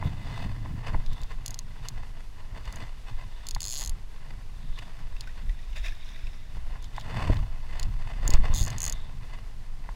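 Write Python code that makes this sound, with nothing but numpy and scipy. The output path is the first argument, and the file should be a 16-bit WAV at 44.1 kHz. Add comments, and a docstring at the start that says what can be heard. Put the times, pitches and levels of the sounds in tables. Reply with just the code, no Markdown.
"""A fly reel clicks in short bursts as an angler plays a fish: each tug turns the spool, and the pawl
strikes it once per tooth, exciting its modes. Friction makes the wet line rasp in the rod rings and
the sleeves swish. A body-worn camera rumbles on its mount and is bumped, and the gear knocks.
The fish splashes, trapping bubbles that ring, over the quiet wash of the river."""
import sys
import numpy as np
from scipy import signal
from scipy.fft import rfft, irfft, next_fast_len
from scipy.io import wavfile
from scipy.ndimage import uniform_filter1d

SR = 44100
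rng = np.random.default_rng(int(sys.argv[2]) if len(sys.argv) > 2 else 0)


def wrap_up_sound(samples):
    """Save the sound to the file named by the first command line argument, as 16-bit audio."""
    columns = np.atleast_2d(samples).T
    # keep every value between -1 and 1, then stretch to whole-number steps
    tamed = np.clip(columns, -1, 1)
    steps = np.round(tamed * 32767).astype(np.int16)
    wavfile.write(sys.argv[1], SR, steps)


N = 438794
TIME = np.arange(N) / SR


def amp(db):
    """Amplitude ratio of a level in decibels."""
    return np.exp(np.asarray(db) * (np.log(10) / 20))


def unit(x):
    """Normalisation to rms 1."""
    return x / np.sqrt(np.mean(x ** 2) + 1e-20)


def add(mix, s, sound):
    """Superposition: a sound joins the mix at s seconds."""
    part = mix[max(round(s * SR), 0):][:len(sound)]
    part += sound[:len(part)]


def butter(order, hz, kind="low"):
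    """Maximally flat filter, as second-order sections."""
    return signal.butter(order, hz, kind, fs=SR, output="sos")


def colour(x, spectrum, resonances=()):
    """Spectral shaping by a broad envelope with resonance peaks; white noise keeps its power."""
    size = next_fast_len(len(x), True)
    hz = np.fft.rfftfreq(size, 1 / SR)
    points_hz, points_db = np.transpose(spectrum)
    broad_db = np.interp(np.log(hz + 1), np.log(points_hz), points_db)
    peaks_db = sum(db / (1 + (2 * (hz - centre) / width) ** 2) for centre, width, db in resonances)
    bass_cut = hz / (hz + points_hz[0] / 2)
    return irfft(rfft(x, size) * unit(amp(broad_db + peaks_db) * bass_cut), size)[:len(x)]


def wander(per_s):
    """Random modulation: smooth noise of rms 1 with a bandwidth of about per_s hertz."""
    size, rate = 16384, 1500
    hz = np.fft.rfftfreq(size, 1 / rate)
    slow = irfft(rfft(rng.standard_normal(size)) * np.exp(-(hz / per_s) ** 2), size)
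    return unit(np.interp(TIME, np.arange(size) / rate, slow))


def grains(per_s, spread_db, size=N):
    """Shot noise of rms 1: random impulses, mostly small and a few large."""
    strength = amp(spread_db * np.minimum(rng.exponential(1, size), 4))
    return unit(strength * rng.choice([-1, 1], size) * (rng.random(size) < per_s / SR))


def ring(modes, t, phase=None):
    """Free vibration: a sum of damped modes, excited a little differently at each strike."""
    hz, db, t60 = np.transpose(modes)
    strength = amp(db + rng.standard_normal(len(hz)))
    phase = rng.random(len(hz)) if phase is None else phase
    decay = np.exp(-np.log(1000) * t / t60[:, None])
    return strength @ (np.sin(2 * np.pi * (hz[:, None] * t + phase[:, None])) * decay)


def swells(rows, shape=1.29):
    """Incoherent addition: envelopes sum in power. A shape below 2 is more pointed than a bell."""
    t, power = TIME[::64], 0
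    for s, rise_s, fall_s, db in rows:
        away = abs((t - s) / np.where(t < s, rise_s, fall_s))
        power = power + (amp(db) * np.exp(-away ** shape)) ** 2
    return np.interp(TIME, t, np.sqrt(power))


# wash of the river: (frequency [Hz], spectral level [dB])
RIVER_SPECTRUM = [(200, 5.5), (350, -3), (450, -2), (520, -8), (700, -5), (1000, -8.5), (1300, -8),
                  (2000, -11.5), (2350, -10.5), (3600, -12), (5000, -13.5), (8000, -19.5), (12000, -24),
                  (15500, -32)]

def river(level_db=-58.5, ripple_db=0.74):
    """Broadband noise with slight amplitude modulation: the even wash of slow water."""
    return amp(level_db + ripple_db * wander(per_s=16)) * colour(rng.standard_normal(N), RIVER_SPECTRUM)


def bubble(hz, t, cycles=12, glide=3):
    """Bubble resonance: trapped air pulsates as a damped oscillator, rising in pitch."""
    tone = np.sin(2 * np.pi * hz * t * (1 + glide * t))
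    return tone * np.exp(-t * hz / cycles) * (1 - np.exp(-t * hz / 2))


# spray thrown up by the fish: (time of peak [s], rise [s], fall [s], level [dB])
SPRAYS = [(5.22, .1, 0.16, -61), (5.768, 0.0097, 0.034, -42.5), (5.862, 0.024, 0.029, -39.5),
          (6.1, 0.58, .38, -54.5)]
# slaps and drops on the water: (time [s], level [dB], bubble frequency [Hz])
DROPS = [(4.7884, -24.5, 2830), (5.1646, -30.5, 2590), (5.237, -34, 2380), (5.2724, -29.5, 1450),
         (5.2919, -35, 1820), (5.494, -31, 1880), (5.59, -36, 1870), (5.7294, -36, 2840),
         (5.759, -28.5, 2660), (5.7744, -31, 2230), (5.8446, -28, 1950), (5.8815, -25, 2480),
         (5.92, -31.5, 1680), (6.0888, -31, 3500), (6.1594, -33.5, 1900), (6.2684, -30, 2560)]
# splashing: (frequency [Hz], spectral level [dB])
SPLASH_SPECTRUM = [(300, -9), (520, -4.5), (650, 1.5), (850, -10.5), (1050, -3), (1300, -9.5), (1700, 2),
                   (2600, 1.5), (3100, -7), (3650, 5), (4300, -12), (5200, -5), (6200, -12.5),
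                   (15000, -23.5)]

def fish(spray_db=-0.5, hiss_db=-3, slap_db=-11, slap_s=0.0037, bubble_db=-9):
    """Impact and air entrainment: slaps trap bubbles, and spray falls back as many small drops."""
    t = np.arange(SR // 16) / SR
    patter, bubbles = np.zeros(2 * SR), np.zeros(N)
    for hz in np.geomspace(600, 7000, 24):
        impacts = grains(per_s=90, spread_db=3.5, size=len(patter))
        patter += signal.oaconvolve(impacts, hz * bubble(hz, t, cycles=5.8), "same")
    spray = np.resize(unit(patter), N) / 2 + amp(hiss_db) * rng.standard_normal(N)
    splash = amp(spray_db) * swells(SPRAYS) * spray
    slap_envelope = (1 - np.exp(-t / 0.0016)) * np.exp(-t / slap_s)
    for s, db, hz in DROPS:
        add(splash, s, amp(db + slap_db) * rng.standard_normal(len(t)) * slap_envelope)
        add(bubbles, s, amp(db + bubble_db) * bubble(hz, t))
    return colour(splash, SPLASH_SPECTRUM) + bubbles


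# arm strokes: (time of peak speed [s], rise [s], fall [s], level [dB], relative treble [dB])
STROKES = [(.06, 0.14, 0.069, -45, -4.5), (.4, .22, .14, -44.5, 1), (.66, .03, .05, -51, -4),
           (.89, 0.12, 0.11, -43, -5.5), (1.2, 0.15, 0.094, -51.5, -3), (1.47, 0.083, .09, -52, -2),
           (1.85, 0.13, 0.049, -53.5, 1), (2, 0.1, 0.13, -54.5, 0.5), (2.18, 0.036, 0.036, -54.5, -1),
           (2.39, 0.036, 0.089, -52, -2.5), (2.57, 0.063, 0.037, -48.5, -3), (2.67, 0.032, 0.026, -51, 5),
           (2.77, 0.087, 0.13, -48.5, 3), (3.09, .03, 0.042, -54, 3.5), (3.21, .05, .03, -49, 2),
           (3.4, 0.092, 0.099, -59, 6), (3.82, 0.33, 0.14, -53.5, -2), (4.3, 0.16, 0.089, -55, -1),
           (4.9, 0.23, 0.3, -55.5, 2), (5.39, 0.085, 0.052, -58, 5), (6.56, .06, .06, -56, 0),
           (6.72, .07, .12, -53, -1.5), (6.96, .02, 0.029, -55, 9), (7.23, .12, 0.11, -35, -2.5),
           (7.52, 0.11, 0.1, -52.5, -4), (7.79, 0.16, 0.12, -49, 2), (8.14, 0.23, 0.16, -50, 1.5),
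           (8.26, 0.039, 0.049, -38.5, -4), (8.34, 0.02, 0.025, -37, 1.5), (8.46, .05, .16, -42.5, -2),
           (8.7, 0.064, 0.1, -46.5, 4.5), (8.86, 0.1, 0.093, -48, 6), (9.08, 0.27, .06, -55, -6),
           (9.235, .03, 0.11, -54, 2), (9.33, .03, .1, -55.5, 2), (9.89, 0.2, 0.088, -59, -2)]

def arms(rest_db=-63):
    """Friction noise grows with sliding speed: body and treble envelopes of cloth never quite at rest."""
    body = swells([(s, rise, fall, db) for s, rise, fall, db, _ in STROKES])
    treble = swells([(s, rise, fall, db + treble_db) for s, rise, fall, db, treble_db in STROKES])
    return np.hypot([body, treble], amp(rest_db))


def rumble(spectrum, even_s):
    """Amplitude levelling: coloured noise divided by its running rms over even_s seconds."""
    noise = colour(rng.standard_normal(N), spectrum)
    return noise / np.sqrt(uniform_filter1d(noise ** 2, int(even_s * SR)) + 1e-3)


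# lurches of the angler's body: (time [s], level [dB], half length [s])
LURCHES = [(.5, -33.5, 0.11), (0.966, -24, 0.074), (1.076, -20, 0.049), (1.272, -28, 0.15),
           (2, -27.5, 0.039), (3.173, -24, 0.03), (3.548, -27, 0.036), (3.894, -24.5, 0.049),
           (4.705, -25.5, 0.041), (5.103, -24, 0.057), (5.293, -35, 0.055), (5.486, -21.5, 0.043),
           (5.837, -28, 0.17), (6.245, -23, 0.027), (6.66, -27.5, 0.12), (7.406, -25.5, 0.22),
           (7.9, -23.5, 0.22), (8.35, -14, 0.095), (8.542, -16.5, 0.075), (8.95, -29, .15),
           (9.258, -25, 0.028), (9.75, -33, 0.21)]
# quick moves that jolt the mount: (time [s], level [dB])
JOLTS = [(.055, -25.5), (.46, -33.5), (2.82, -38), (3.12, -42), (3.25, -42), (4.33, -45), (4.65, -43.5),
         (5.02, -44.5), (5.44, -45.5), (6.57, -42.5), (7.15, -32), (7.89, -37.5), (9.23, -42)]
# running shudder of the mount: (time [s], level [dB])
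SHUDDER_LEVELS = [(0, -34), (.2, -37.5), (.95, -35), (1.25, -48), (2.1, -47.5), (2.25, -60), (2.7, -45),
                  (2.95, -57.5), (4.6, -49.5), (5.8, -55), (6.85, -52), (7.38, -27), (7.48, -47.5),
                  (8.15, -43.5), (8.3, -33.5), (8.7, -31), (8.8, -42.5), (9.95, -54.5)]
# slow sway and quicker shudder: (frequency [Hz], spectral level [dB])
SWAY_SPECTRUM = [(5, -17), (11, 0), (18, 5), (24, -1), (36, -7.5), (50, -13.5), (70, -24.5), (110, -31.5),
                 (250, -80.5)]
SHUDDER_SPECTRUM = [(40, -11), (70, -3), (100, 0.5), (122, 1), (160, -10.5), (220, -16), (320, -26),
                    (600, -65)]

def mount(sway_rest_db=-34.5, shudder_db=-2, arm_db=1, throb_db=2.5, jolt_half_s=0.029):
    """Structure-borne sound: the body sways, and arm moves and jolts shake the camera on its mount."""
    lurches = swells([(s, half_s, half_s, db) for s, db, half_s in LURCHES])
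    sway = np.hypot(amp(sway_rest_db), lurches)
    jolts = swells([(s, jolt_half_s, jolt_half_s, db) for s, db in JOLTS])
    running_db = np.interp(TIME, *np.transpose(SHUDDER_LEVELS)) + shudder_db
    shake = np.hypot(amp(running_db), amp(arm_db) * arms()[0])
    shudder = np.hypot(shake * amp(throb_db * wander(per_s=16)), jolts)
    return sway * rumble(SWAY_SPECTRUM, even_s=0.149) + shudder * rumble(SHUDDER_SPECTRUM, even_s=0.07)


# bumps on the camera: (time [s], push level [dB], push length [s], case level [dB])
BUMPS = [(0.05, -17.5, 0.012, -46), (0.461, -21, 0.011, -54), (0.948, -17, 0.021, -45),
         (7.297, -8.5, 0.0079, -33), (8.292, -14, 0.0023, -50), (8.34, -6.5, 0.025, -43.5),
         (8.499, -10, 0.022, -56), (8.61, -12, 0.019, -55)]
# modes of its hollow case: (frequency [Hz], level [dB], T60 [s])
CASE_MODES = [(264, 4.5, 0.087), (335, 13, 0.041), (397, 13.5, 0.013), (456, 4.5, 0.071), (632, 15.5, 0.02),
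              (870, 7, .02)]

def bumps(rise_s=0.0018):
    """Impulse response of the camera: a push and its rebound, with a short ring of the case."""
    out, t = np.zeros(N), np.arange(SR // 8) / SR
    onset = 1 - np.exp(-t / rise_s)
    for s, push_db, length_s, case_db in BUMPS:
        progress = t / length_s
        push = progress * (1 - progress) * np.exp(-2 * progress)
        add(out, s, onset * (amp(push_db) * push / push.max() + amp(case_db) * ring(CASE_MODES, t)))
    return out


# knocks of the gear: (time [s], tock level [dB], relative thud level [dB])
KNOCKS = [(0.025, -23.5, -4), (.658, -34, -3), (.944, -25.5, 4), (3.5625, -25.5, -4), (6.756, -37, -3.5),
          (6.98, -23.5, -18), (7.182, -31, 4), (8.442, -30.5, -8), (9.889, -30, -8)]
# modes of the gear: (frequency [Hz], level [dB], T60 [s])
GEAR_MODES = [(678, -2, 0.019), (847, 6, 0.018), (1019, 9, 0.015), (1430, -9.5, 0.029), (1714, -5.5, 0.026),
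              (2004, 9, 0.0082)]

def knocks(rise_s=0.0015, thud_hz=108, thud_s=0.015):
    """Impact excitation: the gear gives a hollow tock, and the mount a few low, damped swings."""
    out, t = np.zeros(N), np.arange(SR // 8) / SR
    onset = 1 - np.exp(-(t / rise_s) ** 2)
    thud = onset * np.sin(2 * np.pi * thud_hz * t) * np.exp(-t / thud_s)
    for s, db, thud_db in KNOCKS:
        tock = onset * ring(GEAR_MODES, t)
        add(out, s, amp(db) * (tock / abs(tock).max() + amp(thud_db) * thud))
    return out


# cloth rubbing on cloth: (frequency [Hz], spectral level [dB])
CLOTH_SPECTRUM = [(120, -16), (250, 2.5), (450, -4), (800, -1), (1300, -5.5), (2000, -5.5), (3200, -13),
                  (4800, -17), (6000, -16), (9000, -24.5), (13500, -32), (16000, -44)]
# resonances it is heard through: (frequency [Hz], bandwidth [Hz], gain [dB])
CLOTH_RESONANCES = [(451, 59, 7), (640, 210, 6.8), (1020, 330, 11), (1815, 610, 8.4), (2033, 70, 8.7),
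                    (2578, 100, 10), (2886, 330, 11.4), (3536, 160, 14.3), (4354, 240, 11.4),
                    (4810, 310, 11.4), (8050, 350, 7.1)]
# brief, bright scrapes of sleeve on jacket: (time [s], level [dB], half length [s])
SCRAPES = [(0.873, -35.5, 0.007), (1.317, -44.5, 0.016), (1.857, -44, 0.015), (3.085, -55, .022),
           (3.234, -57, 0.0078), (3.818, -49, 0.015), (4.786, -49, 0.012), (9.34, -50, 0.012)]

def sleeves(grain_share=0.64, flutter_db=2.5, catch_db=1.29, scrape_db=-1, scrape_body_db=-8):
    """Stick-slip friction: the weave catches and slips in tiny grains, unevenly within each stroke."""
    slips = grains(per_s=2200, spread_db=2.5)
    rub = np.sqrt(grain_share) * slips + np.sqrt(1 - grain_share) * rng.standard_normal(N)
    cloth = colour(rub * amp(flutter_db * wander(per_s=106)), CLOTH_SPECTRUM, CLOTH_RESONANCES)
    dull = signal.sosfiltfilt(butter(1, hz=1500), cloth)
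    scrape = sum(amp(db + scrape_db) * np.exp(-((TIME - s) / half_s) ** 2) for s, db, half_s in SCRAPES)
    body, treble = arms() * amp(catch_db * wander(per_s=29))
    return (body + amp(scrape_body_db) * scrape) * dull + (treble + scrape) * (cloth - dull)


# line sliding through the rod rings: (time of peak speed [s], rise [s], fall [s], level [dB])
SLIDES = [(.07, .02, 0.021, -51), (.37, 0.19, 0.11, -55), (1.15, 0.12, 0.14, -56.5), (1.53, .07, .08, -64),
          (1.85, 0.17, .1, -64), (3.5, 0.36, .2, -60.5), (4.78, 0.16, .1, -57), (6.85, 0.036, 0.03, -56),
          (7, 0.04, .025, -50.5), (8.59, 0.045, 0.031, -40), (8.97, .12, .09, -54.5)]
# line ticking against rod and fingers: (time [s], level [dB], relative treble [dB])
TICKS = [(1.063, -32, -13), (1.132, -33.5, 4), (1.216, -35, 8), (1.234, -31.5, 6), (2.655, -37.5, 5),
         (4.787, -33, -8), (6.825, -38, 16), (6.843, -32, 4), (6.964, -35, 3), (6.998, -36, 8),
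         (7.011, -30.5, -12), (7.342, -38, 17), (7.368, -30, -15)]
# one tick: (frequency [Hz], spectral level [dB])
TICK_SPECTRUM = [(1200, -6), (2500, -2.5), (3700, 4), (5200, -3.5), (6800, -3.5), (8500, -15.5),
                 (12000, -18), (16000, -25)]

def line(rasp_db=-1, rasp_hz=3600, width_hz=240, tick_db=-9, tick_s=0.0027):
    """Friction drives one narrow resonance as wet line slides; the line ticks where it catches."""
    resonance = butter(1, [rasp_hz - width_hz / 2, rasp_hz + width_hz / 2], "band")
    rasp = signal.sosfilt(resonance, grains(per_s=1500, spread_db=3.5))
    ticks, t = np.zeros(N), np.arange(SR // 30) / SR
    for s, db, treble_db in TICKS:
        noise = colour(rng.standard_normal(len(t)), TICK_SPECTRUM)
        dull = signal.sosfiltfilt(butter(2, hz=5500), noise)
        tick = unit(dull + amp(treble_db) * (noise - dull)) * np.exp(-t / tick_s)
        add(ticks, s, amp(db + tick_db) * tick)
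    return amp(rasp_db) * swells(SLIDES) * unit(rasp) + ticks


# the spool moves one tooth: (time [s], level [dB], ring centre [Hz], low modes [dB], high modes [dB])
NUDGES = [(1.8853, -21.5, 6800, 0, -6), (2.7254, -34.5, 6410, 0, 2), (2.7587, -32.5, 6400, -12, -1),
          (5.208, -25.5, 6660, 5.5, -8), (7.796, -24, 6750, 1, -8), (7.8292, -24, 6950, 5, -6),
          (8.2775, -14, 7160, -7, -20), (8.3042, -17.5, 7150, -3, -13), (8.337, -16.5, 7100, -1, -17)]
# a tug spins the spool, which then coasts: (time [s], pull [s], coast [s], 3 speeds [teeth/s],
# 3 levels [dB], ring centre [Hz], low modes [dB], high modes [dB]); triples are start, end of pull, end
SPINS = [(1.461, 0.041, .088, 64, 33.3, 19.3, -21, -26.5, -22, 6520, -3, -5),
         (3.4682, 0.0066, 0.073, 40.5, 50, 13, -26, -24, -20.5, 6800, 0.5, -3),
         (3.605, .18, .1098, 74, 149.8, 39.1, -22, -24, -23.5, 6720, -1.5, -6.5),
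         (8.539, .026, .1381, 119.5, 162, 30.6, -24, -22, -26, 6600, -2.5, -7.5),
         (8.7825, 0.052, 0.09, 33, 98.2, 24.6, -22, -17, -20.5, 6680, -9.5, -10)]

def pawl_strikes(usual_teeth_per_s=93, jitter_s=0.00016, spread_db=1, spread_hz=120, colour_db=2.4):
    """Rotation is the integral of speed: one strike for each tooth passed, in rows like NUDGES."""
    strikes = list(NUDGES)
    for start_s, pull_s, coast_s, *motion, ring_hz, lows_db, highs_db in SPINS:
        speeds, levels_db = motion[:3], motion[3:]
        stages = [0, pull_s, pull_s + coast_s]
        t = np.arange(0, stages[-1], 1 / SR)
        turned = np.cumsum(np.interp(t, stages, speeds)) / SR
        teeth = np.linspace(0, turned[-1], round(turned[-1]) + 1)
        for at in np.interp(teeth, turned, t):
            # a faster spool rings thinner and a little higher
            doublings = np.log2(np.interp(at, stages, speeds) / usual_teeth_per_s)
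            force, pitch, low, high, late = rng.standard_normal(5)  # no two teeth are alike
            strikes.append((start_s + at + jitter_s * late,
                            np.interp(at, stages, levels_db) + spread_db * force,
                            ring_hz + 40 * doublings + spread_hz * pitch,
                            lows_db - 2 * doublings + colour_db * low,
                            highs_db + colour_db * high))
    return sorted(strikes)


# modes of the reel: (frequency [Hz], level [dB], T60 [s])
REEL_MODES = [(2870, -6, 0.0038), (3490, -3, 0.0041), (4330, -6.5, 0.012), (4930, -7.5, 0.012),
              (5480, -9, 0.0075), (6610, 1, 0.0098), (7070, 0.5, 0.0082), (8000, -10.5, 0.0083),
              (9040, 0, 0.0041), (10310, -3, 0.0058), (11080, -4.5, 0.0053), (12100, -7.5, 0.0052),
              (14500, -17, 0.0054)]

def reel(centre_hz=6775, lift_db=2, rise_s=0.00059, snap_s=0.0017, tail_s=0.0028, rebound_s=0.0043):
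    """Modal ringing: each snap of the pawl rings the spool briefly; fast, alike clicks fuse to a buzz."""
    out, t = np.zeros(N), np.arange(SR // 30) / SR
    hz, db, t60 = np.transpose(REEL_MODES)
    low, high = hz < 5800, hz > 8500
    phase, snap = rng.random(len(hz)), rng.standard_normal(len(t))
    snap_filter = butter(1, 4500, "high")
    snap_fade = amp(-10) * np.exp(-t / snap_s) + amp(-33) * np.exp(-t / tail_s)
    onset = 1 - np.exp(-(t / rise_s) ** 2)
    for s, level_db, ring_hz, lows_db, highs_db in pawl_strikes():
        # the click changes only gradually as the spool turns
        phase = phase + 0.07 * rng.standard_normal(len(hz))
        snap = 0.8 * snap + 0.6 * rng.standard_normal(len(t))
        detune = 1 + 0.011 * rng.standard_normal(len(hz))
        modes_hz = hz * detune * np.where(high, 1, np.sqrt(ring_hz / centre_hz))
        modes_db = db + low * (lows_db + lift_db) + high * (highs_db + lift_db)
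        ringing = ring(np.transpose([modes_hz, modes_db, t60]), t, phase)
        click = onset * (ringing + signal.sosfilt(snap_filter, snap) * snap_fade)
        click /= np.sqrt(np.sum(click ** 2) / 14)  # equal energy before the level is set
        add(out, s, amp(level_db) * click)
        # the pawl rebounds once, as hard as its spring allows
        rebound_db = min(-34, level_db - 14)
        add(out, s + rebound_s * rng.uniform(0.94, 1.2), amp(rebound_db) * click)
    return signal.sosfilt(butter(2, 1500, "high"), out)


def scene():
    """Superposition of all sources at one microphone."""
    return (reel() + line() + sleeves() + mount() + knocks() + bumps() + fish() + river())[None]


def record(dry):
    """Band limiting: a steep low-pass filter removes the highest treble."""
    low_pass = signal.firwin(255, 15950, window=("kaiser", 9), fs=SR)
    return signal.oaconvolve(dry, low_pass[None], "same")


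dry = scene()
out = record(dry)
wrap_up_sound(out)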